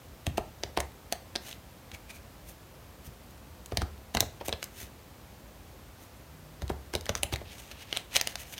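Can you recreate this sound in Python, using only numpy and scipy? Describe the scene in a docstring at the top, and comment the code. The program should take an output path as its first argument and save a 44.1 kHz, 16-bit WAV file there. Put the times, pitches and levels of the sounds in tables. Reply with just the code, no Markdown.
"""At a cloth-covered table in a small quiet room, a deck of stiff cards is shuffled overhand just above the
cloth, in three rounds, then squared up; the microphone is close.
Edges snap as noise bursts through a bending resonance; packets slap the pile as sinking air pops plus claps.
The table thuds as a low damped sine plus a dull knock; sliding faces rub, and a few squeak, as grainy noise.
Tiny ticks fill in, the room answers, and steady noise, a wavering rumble and one faint hum lie beneath."""
import sys
import numpy as np
from scipy import signal
from scipy.fft import rfft, irfft
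from scipy.io import wavfile
from scipy.ndimage import uniform_filter1d

SR = 44100
rng = np.random.default_rng(int(sys.argv[2]) if len(sys.argv) > 2 else 0)


def master_out(mix):
    """Clip the mix to full scale and print it as 16-bit PCM to the path in sys.argv[1]."""
    frames = np.transpose(np.atleast_2d(mix))
    ceiling = np.clip(frames, -1, 1)
    pcm = np.round(ceiling * 32767).astype(np.int16)
    wavfile.write(sys.argv[1], SR, pcm)


N = 378819

# packet drops, levels before each layer's trim:
# start_s, edge_db, ring_hz, treble_db (against edge), slap_db, pop_hz (at onset), thud_db
PACKET_DROPS = [(0.267, -30.5, 2480, -6.5, -34, 690, -21.5), (0.3797, -35, 2400, -5, -20.5, 690, -32),
                (0.6353, -30, 3940, -9.5, -33, 390, -35), (0.7738, -27, 1610, -12, -22, 870, -27),
                (0.7869, -39.5, 1710, -17, -32, 604, -48), (0.803, -32, 1800, 0, -33.5, 680, -42),
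                (1.1246, -27.5, 6000, -2.5, -32, 695, -44.5), (1.3596, -27, 4200, -11, -38, 444, -50),
                (3.721, -45, 1590, -11, -32, 478, -28.5), (3.772, -24.5, 3320, -7, -37.5, 840, -23.5),
                (3.8182, -33, 1570, -9.5, -28, 770, -24.5), (4.1493, -29.5, 2320, -3, -25.5, 726, -26.5),
                (4.1703, -24.5, 1900, -11, -27, 650, -40), (4.2055, -21, 3580, 0, -29, 565, -28.5),
                (4.2272, -46, 2000, -8, -33, 615, -35), (4.411, -44, 1600, -19, -30.5, 560, -41),
                (4.483, -37, 3000, 3, -29, 560, -33), (4.492, -36, 1700, -6.5, -34, 540, -47),
                (4.527, -27.5, 3750, -16, -32, 516, -37), (6.62, -41.5, 1900, -7, -39, 560, -25),
                (6.70, -43, 1590, -7, -25.5, 414, -25), (6.9371, -34, 1600, -7, -30.5, 354, -34),
                (6.952, -27.5, 3720, -6.5, -29, 443, -28.5), (7.0927, -27.5, 1760, -7.5, -27, 570, -26.5),
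                (7.1527, -28, 6240, -5.5, -41, 810, -32.5), (7.2325, -24.5, 2820, 0, -33.5, 755, -32.5),
                (7.3257, -39, 4000, -9, -34, 327, -26), (7.3383, -31.5, 3050, -11, -36, 860, -47),
                (7.4155, -58, 1700, -10, -39.5, 620, -40)]
# radiation of a card's body: freq_hz, gain_db
BODY_RESPONSE = [(300, -6), (700, 2), (1100, -4.5), (1600, 0), (2500, -1), (4000, 2), (6200, -4),
                 (8000, -28.5)]
# treble of sliding faces, before tilt: freq_hz, gain_db
HISS_RESPONSE = [(4500, -23.5), (6300, 2), (7600, -4.5), (9000, -0.5), (10500, -5.5), (13000, -1.5),
                 (16000, -9)]
# loose clap of a packet: freq_hz, gain_db
CLAP_RESPONSE = [(80, -16.5), (200, 2), (320, -1.5), (750, 3.5), (1200, -6.5), (2000, -14), (4000, -33.5)]

BLOW_S = .005  # reference duration of a blow's level


def undb(db):
    """Decibels to gain."""
    return 10 ** (np.asarray(db) / 20)


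def clock(seconds):
    """Sample times from zero."""
    return np.arange(int(seconds * SR)) / SR


def unit(x):
    """Scale to rms 1."""
    return x / np.sqrt(np.mean(x ** 2) + 1e-20)


def blow(x, db):
    """Give a short sound the energy of BLOW_S seconds at this rms level."""
    energy = np.sum(x ** 2) + 1e-20
    return x * undb(db) * np.sqrt(BLOW_S * SR / energy)


def add(track, start_s, x):
    """Mix x into the track from start_s."""
    start = int(np.clip(start_s * SR, 0, N - 1))
    track[start:start + len(x)] += x[:N - start]


def band(x, lo_hz, hi_hz):
    """Keep one band."""
    return signal.sosfilt(signal.butter(3, [lo_hz, hi_hz], "band", fs=SR, output="sos"), x)


def colour(x, points, size=1024):
    """Causal minimum-phase filter through (Hz, dB) points, from the folded cepstrum."""
    hz, db = np.transpose(points)
    curve_db = np.interp(np.log(np.fft.rfftfreq(size, 1 / SR) + 1), np.log(hz), db)
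    cepstrum = irfft(np.log(undb(curve_db)))
    cepstrum[1:size // 2] *= 2
    cepstrum[size // 2 + 1:] = 0
    impulse = irfft(np.exp(rfft(cepstrum)))
    return signal.fftconvolve(x, impulse)[:len(x)]


def resonate(x, hz, q):
    """One resonance, gain 1 at its centre."""
    b, a = signal.iirpeak(min(hz, SR / 3), max(q, 1), fs=SR)
    return signal.lfilter(b, a, x)


def card(drive, ring_hz, q, broad_db):
    """A card's bending resonance, set by the grip, over its broad response."""
    bending = resonate(drive, ring_hz, q)
    return colour(bending + undb(broad_db) * drive, BODY_RESPONSE)


def sizzle(drive, points, treble_db, soften):
    """The treble of a contact: the weaker it is, the faster it falls with pitch (soften: dB/octave per dB)."""
    tilted = [(hz, db + soften * treble_db * np.log2(hz / points[0][0])) for hz, db in points]
    return colour(drive, tilted)


def edges(trailing=2, gap_s=.0035, trail_db=-17, spread_db=2.2, centre_hz=2970):
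    """Every edge that snaps, as (s, dB, ring Hz, treble dB): single cards, packets and their trailing cards."""
    # single cards flicking past a neighbour: start_s, level_db, ring_hz, treble_db (against level)
    single_snaps = [(1.3545, -33, 2390, -12), (1.512, -42.5, 3220, -11), (1.5277, -40.5, 3330, -13),
                    (1.9162, -44, 2550, -9), (3.6598, -50, 3500, 6), (4.6282, -33, 2500, -6),
                    (4.6413, -43.5, 4140, 7), (6.68, -47.5, 3970, -4), (7.0097, -44.5, 5300, -2),
                    (7.0565, -42, 3600, -3), (7.0652, -38.5, 2400, -11), (7.3594, -34, 1800, -9.5),
                    (7.9275, -26, 3000, -15.5), (7.9659, -33, 4160, -16), (7.9716, -26.5, 3000, -5.5),
                    (8.1595, -25, 3200, -8), (8.1653, -20.5, 3100, -4), (8.1992, -34, 3200, -14),
                    (8.2125, -23.5, 6200, -5), (8.2728, -28, 3270, -3), (8.356, -32.5, 3550, -7),
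                    (8.5804, -39, 2800, -9)]
    rows = list(single_snaps)
    for start_s, db, ring_hz, treble_db, *_ in PACKET_DROPS:
        rows.append((start_s, db, ring_hz, treble_db))
        for late, size, grip in rng.standard_normal((trailing, 3)):
            start_s += gap_s * np.exp(late / 2)  # gap_s is the median gap
            trail_level_db = db + trail_db + spread_db * size
            rows.append((start_s, trail_level_db, centre_hz * 2 ** (grip / 2), treble_db))
    return rows


def snap_decay_s(db, ring_hz):
    """A snap of -30.5 dB at 2970 Hz dies in 1.2 ms; harder and stiffer ones die sooner."""
    return .0012 * undb(-30.5 - db) ** 0.26 * (2970 / ring_hz) ** 0.62


def snaps(crack=1.7, chatter_db=-24, chatter_s=0.003, slip_db=-16, slip_s=0.00082, width_hz=1100, pile_db=-23):
    """An edge starts to slip, springs free with a crack and chatters briefly against its neighbours."""
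    # radiation of a card's edge, before tilt: freq_hz, gain_db
    edge_response = [(4500, -24.5), (6300, 0.5), (7600, -3), (9000, -1.5), (10500, -6.5), (12500, -8.5),
                     (16000, -12)]
    out, lead = np.zeros(N), SR // 200
    t = clock(.03) - lead / SR  # release at 0
    after = np.maximum(t, 0)
    slip = undb(slip_db) * np.exp(-np.abs(t) / slip_s)
    chatter = undb(chatter_db) * np.exp(-after / chatter_s)
    for start_s, db, ring_hz, treble_db in edges():
        release = np.exp(-after / snap_decay_s(db, ring_hz)) + chatter
        drive = rng.standard_normal(len(t)) * np.where(t < 0, slip, release)
        drive[lead] += crack
        body = blow(card(drive, ring_hz, ring_hz / width_hz, broad_db=-7.5), db)
        edge = blow(sizzle(drive, edge_response, treble_db, soften=0.57), db + treble_db)
        pile = blow(colour(drive, CLAP_RESPONSE), db + pile_db)
        add(out, start_s + t[0], body + edge + pile)
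    return out


def slaps(pop_db=-2.5, pop_cycles=0.56, sag=0.025, clap_db=-2.5, clap_s=0.0055):
    """Air squeezed from under a packet pops at a sinking pitch; the loose cards clap with it and ring on."""
    out, t = np.zeros(N), clock(.05)
    for start_s, *_, db, pop_hz, _ in PACKET_DROPS:
        turn = np.log1p(sag * pop_hz * t) / sag
        pop = np.sin(2 * np.pi * turn) * turn * np.exp(-turn / pop_cycles)
        clap = colour(rng.standard_normal(len(t)) * np.exp(-t / clap_s), CLAP_RESPONSE)
        add(out, start_s, blow(pop, db + pop_db) + blow(clap, db + clap_db))
    return out


def thuds(table_hz=70.8, lag_s=0.00606, thud_db=-1, cycles=0.4, ring_db=-19, ring_s=0.14,
          knock_db=-6, knock_s=.018, scatter=0.148):
    """The padded table gives once, just after the packet lands, then rings faintly, with a dull knock on top."""
    # a hand comes to rest on the table: start_s, level_db (before trim)
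    hand_rests = [(1.93, -40), (3.073, -33.5), (4.827, -39.5)]
    # dull knock of the table top: freq_hz, gain_db
    knock_response = [(35, -17), (110, 4), (260, -6), (500, -24), (1500, -47)]
    out, t = np.zeros(N), clock(.3)
    landings = [(start_s + lag_s, db) for start_s, *_, db in PACKET_DROPS]
    for start_s, db in landings + list(hand_rests):
        turn = table_hz * np.exp(scatter * rng.standard_normal()) * t
        give = turn / cycles * np.exp(1 - turn / cycles)
        swell = give + undb(ring_db) * np.exp(-t / ring_s)
        thud = np.sin(2 * np.pi * turn) * swell
        knock = colour(rng.standard_normal(len(t)) * np.exp(-t / knock_s), knock_response)
        add(out, start_s, blow(thud, db + thud_db) + blow(knock, db + knock_db))
    return out


def friction(t, ring_hz, squeak_q, treble_db, grain_db=6.0, judder_db=2.0, judder_s=0.0027,
             pile_db=-20, broad_db=-2):
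    """Tiny catches between two faces drive the card, juddering as it goes."""
    catches, size, wobble = rng.standard_normal((3, len(t)))
    drive = catches * undb(grain_db * size)
    judder = unit(uniform_filter1d(wobble, max(int(judder_s * SR), 1)))
    # the more a stroke squeaks, the more of it goes into the one resonance
    body = unit(card(drive, ring_hz, squeak_q, broad_db - 14 * np.log10(squeak_q)))
    hiss = undb(treble_db) * unit(sizzle(drive, HISS_RESPONSE, np.mean(treble_db), soften=0.69))
    pile = undb(pile_db) * unit(colour(drive, CLAP_RESPONSE))
    return undb(judder_db * judder) * (body + hiss + pile)


def slides(strokes, ring_hz, squeak_q, shape=1.6, rise_share=0.54):
    """Each stroke of friction swells and dies away, its length split between rise and fall."""
    out, t = np.zeros(N), clock(1 / 2) - 1 / 4  # peak at 0
    side = np.where(t < 0, rise_share, 1 - rise_share)
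    for peak_s, length_s, db, treble_db in strokes:
        stroke = np.exp(-.5 * np.abs(t / length_s / side) ** shape)
        add(out, peak_s + t[0], undb(db) * stroke * friction(t, ring_hz, squeak_q, treble_db))
    return out


def brushes(lead_s=.004, length_s=.004, brush_db=-16):
    """A packet brushes the pile just before it lands, as (peak s, length s, dB, treble dB)."""
    return [(start_s - lead_s, length_s, slap_db + brush_db, treble_db)
            for start_s, _, _, treble_db, slap_db, *_ in PACKET_DROPS]


def face_slides():
    """One face draws across another, its bending resonance broad."""
    # strokes: peak_s, length_s (envelope scale), level_db, treble_db (against body)
    face_strokes = [(1.485, 0.066, -49, -1), (2.497, 0.031, -57.5, 6), (3.063, 0.022, -57, 6),
                    (4.462, 0.011, -45.5, 4), (4.635, 0.039, -55, -3), (4.81, .06, -48.5, 1.5),
                    (6.03, 0.044, -62, 4), (7.173, .019, -46.5, -1), (7.334, 0.01, -38, -4),
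                    (7.965, 0.048, -43, -8), (8.195, .03, -48, -12), (8.3, 0.053, -48, -3)]
    return slides(list(face_strokes) + brushes(), ring_hz=2400, squeak_q=1.5)


def squeaks():
    """A tightly gripped card squeaks at a narrow resonance as the deck is cut."""
    # strokes: peak_s, length_s (envelope scale), level_db, treble_db (against body)
    squeak_strokes = [(1.947, 0.015, -43, -7.5), (2.106, 0.013, -41, -7.5), (2.155, 0.034, -52.5, -3)]
    return slides(squeak_strokes, ring_hz=2400, squeak_q=18)


def squaring(trim_db=-1, ring_hz=2600, squeak_q=2.6, ease_s=.004):
    """Three pushes work the fanned cards into one deck; they rub for as long as the fingers push."""
    # friction along each push: time_s, level_db (before trim), treble_db (against body)
    gather_push = [(7.44, -69, -8), (7.456, -55, -23), (7.528, -49, -4), (7.568, -60, -1),
                   (7.596, -46.5, 0), (7.612, -56.5, 0.5), (7.708, -57, -4), (7.716, -40, -8),
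                   (7.732, -59, -8), (7.752, -58, -13), (7.828, -47.5, -4.5), (7.856, -62, -10),
                   (7.92, -49, -9)]
    shove_push = [(8.1, -63, -8), (8.166, -22, -4), (8.176, -37, -1), (8.19, -50, -12)]
    square_push = [(8.37, -55, -6), (8.408, -46.5, 3), (8.448, -55, -6), (8.514, -56, 5.5),
                   (8.54, -43, -0.5), (8.558, -61, -2), (8.59, -38, -8)]
    out = np.zeros(N)
    for push in (gather_push, shove_push, square_push):
        time_s, db, treble_db = np.transpose(push)
        t = time_s[0] + clock(time_s[-1] - time_s[0])
        ease = np.clip(np.minimum(t - t[0], t[-1] - t) / ease_s, 0, 1)
        rub = friction(t, ring_hz, squeak_q, np.interp(t, time_s, treble_db))
        add(out, t[0], ease * undb(np.interp(t, time_s, db) + trim_db) * rub)
    return out


def fidget(floor_db=-66, spread_db=4, decay_s=0.00065, count=36):
    """The held cards shift under the fingers with tiny ticks at random times."""
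    out, t = np.zeros(N), clock(.01)
    for when, size in rng.random((count, 2)):
        drive = rng.standard_normal(len(t)) * np.exp(-t / decay_s)
        tick = colour(drive, BODY_RESPONSE) + colour(drive, HISS_RESPONSE)
        add(out, when * N / SR, blow(tick, floor_db - spread_db * np.log(1 - size * 9 / 10)))
    return out


def room(x, build_s=0.0067, bounce_s=.0031, bounce_db=-20, wall_s=0.0087, wall_db=-22):
    """Bounces from two near surfaces, plus a short diffuse tail whose top treble dies first."""
    # diffuse return: centre_hz, share_db, t60_s
    room_bands = [(60, -4.5, 0.32), (150, -14.5, 0.61), (670, -8.5, 0.22), (1510, -8.5, 0.3),
                  (3500, -16, 0.3), (8000, -17, 0.31), (15000, -16.5, 0.14)]
    t = clock(.5)
    response = np.zeros(len(t))
    centre_hz, shares_db, t60s = np.transpose(room_bands)
    limits_hz = np.geomspace(40, 17000, 10)
    for lo_hz, hi_hz in zip(limits_hz, limits_hz[1:]):
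        middle = np.log(lo_hz * hi_hz) / 2
        share_db = np.interp(middle, np.log(centre_hz), shares_db)
        t60_s = np.interp(middle, np.log(centre_hz), t60s)
        fade = np.exp(-np.log(1000) * t / t60_s) * (1 - np.exp(-t / build_s))
        fade /= np.sqrt(np.sum(fade ** 2))
        response += undb(share_db) * band(rng.standard_normal(len(t)), lo_hz, hi_hz) * fade
    response[int(bounce_s * SR)] += undb(bounce_db)
    response[int(wall_s * SR)] += undb(wall_db)
    return x + signal.fftconvolve(x, response)[:N]


def quiet(steady_db=-50.61, rumble_db=-64, waver_db=5.0):
    """Steady room rumble and microphone hiss, over a low band of noise that wavers slowly."""
    # steady noise, relative spectrum: freq_hz, density_db (per Hz)
    noise_spectrum = [(13, -40), (22, -48), (52, 3), (125, -4), (152, -6.5), (302, -11), (469, -14.5),
                      (510, -10.5), (554, -13), (1270, -19), (1380, -20.5), (1620, -21.5), (10300, -32),
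                      (14700, -28.5), (16000, -36)]
    steady = undb(steady_db) * unit(colour(rng.standard_normal(N), noise_spectrum, size=16384))
    knots = rng.standard_normal(size=32)
    waver = np.interp(np.arange(N), np.linspace(0, N, len(knots)), knots)
    rumble = unit(band(rng.standard_normal(N), 51.5, 78.4))
    return steady + undb(rumble_db + waver_db * waver) * rumble


def hum(pitch_hz=152.2, peak_s=6.46, width_s=0.11, peak_db=-51):
    """A faint low sine swells once in the background under a Gaussian envelope."""
    t = np.arange(N) / SR
    swell = np.exp(-.5 * ((t - peak_s) / width_s) ** 2)
    return undb(peak_db) * swell * np.sin(2 * np.pi * pitch_hz * t)


def scene():
    """Cards and table in the room, over its background."""
    rubbing = face_slides() + squeaks() + squaring()
    handling = snaps() + slaps() + thuds() + rubbing + fidget()
    return (room(handling) + quiet() + hum())[None]


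def record(dry, low_hz=36, top_hz=15900):
    """The microphone drops the deepest bass and the recorder cuts the top."""
    thin = signal.sosfilt(signal.butter(2, low_hz, "high", fs=SR, output="sos"), dry)
    return signal.sosfilt(signal.ellip(10, .2, 70, top_hz, fs=SR, output="sos"), thin)


dry = scene()
out = record(dry)
master_out(out)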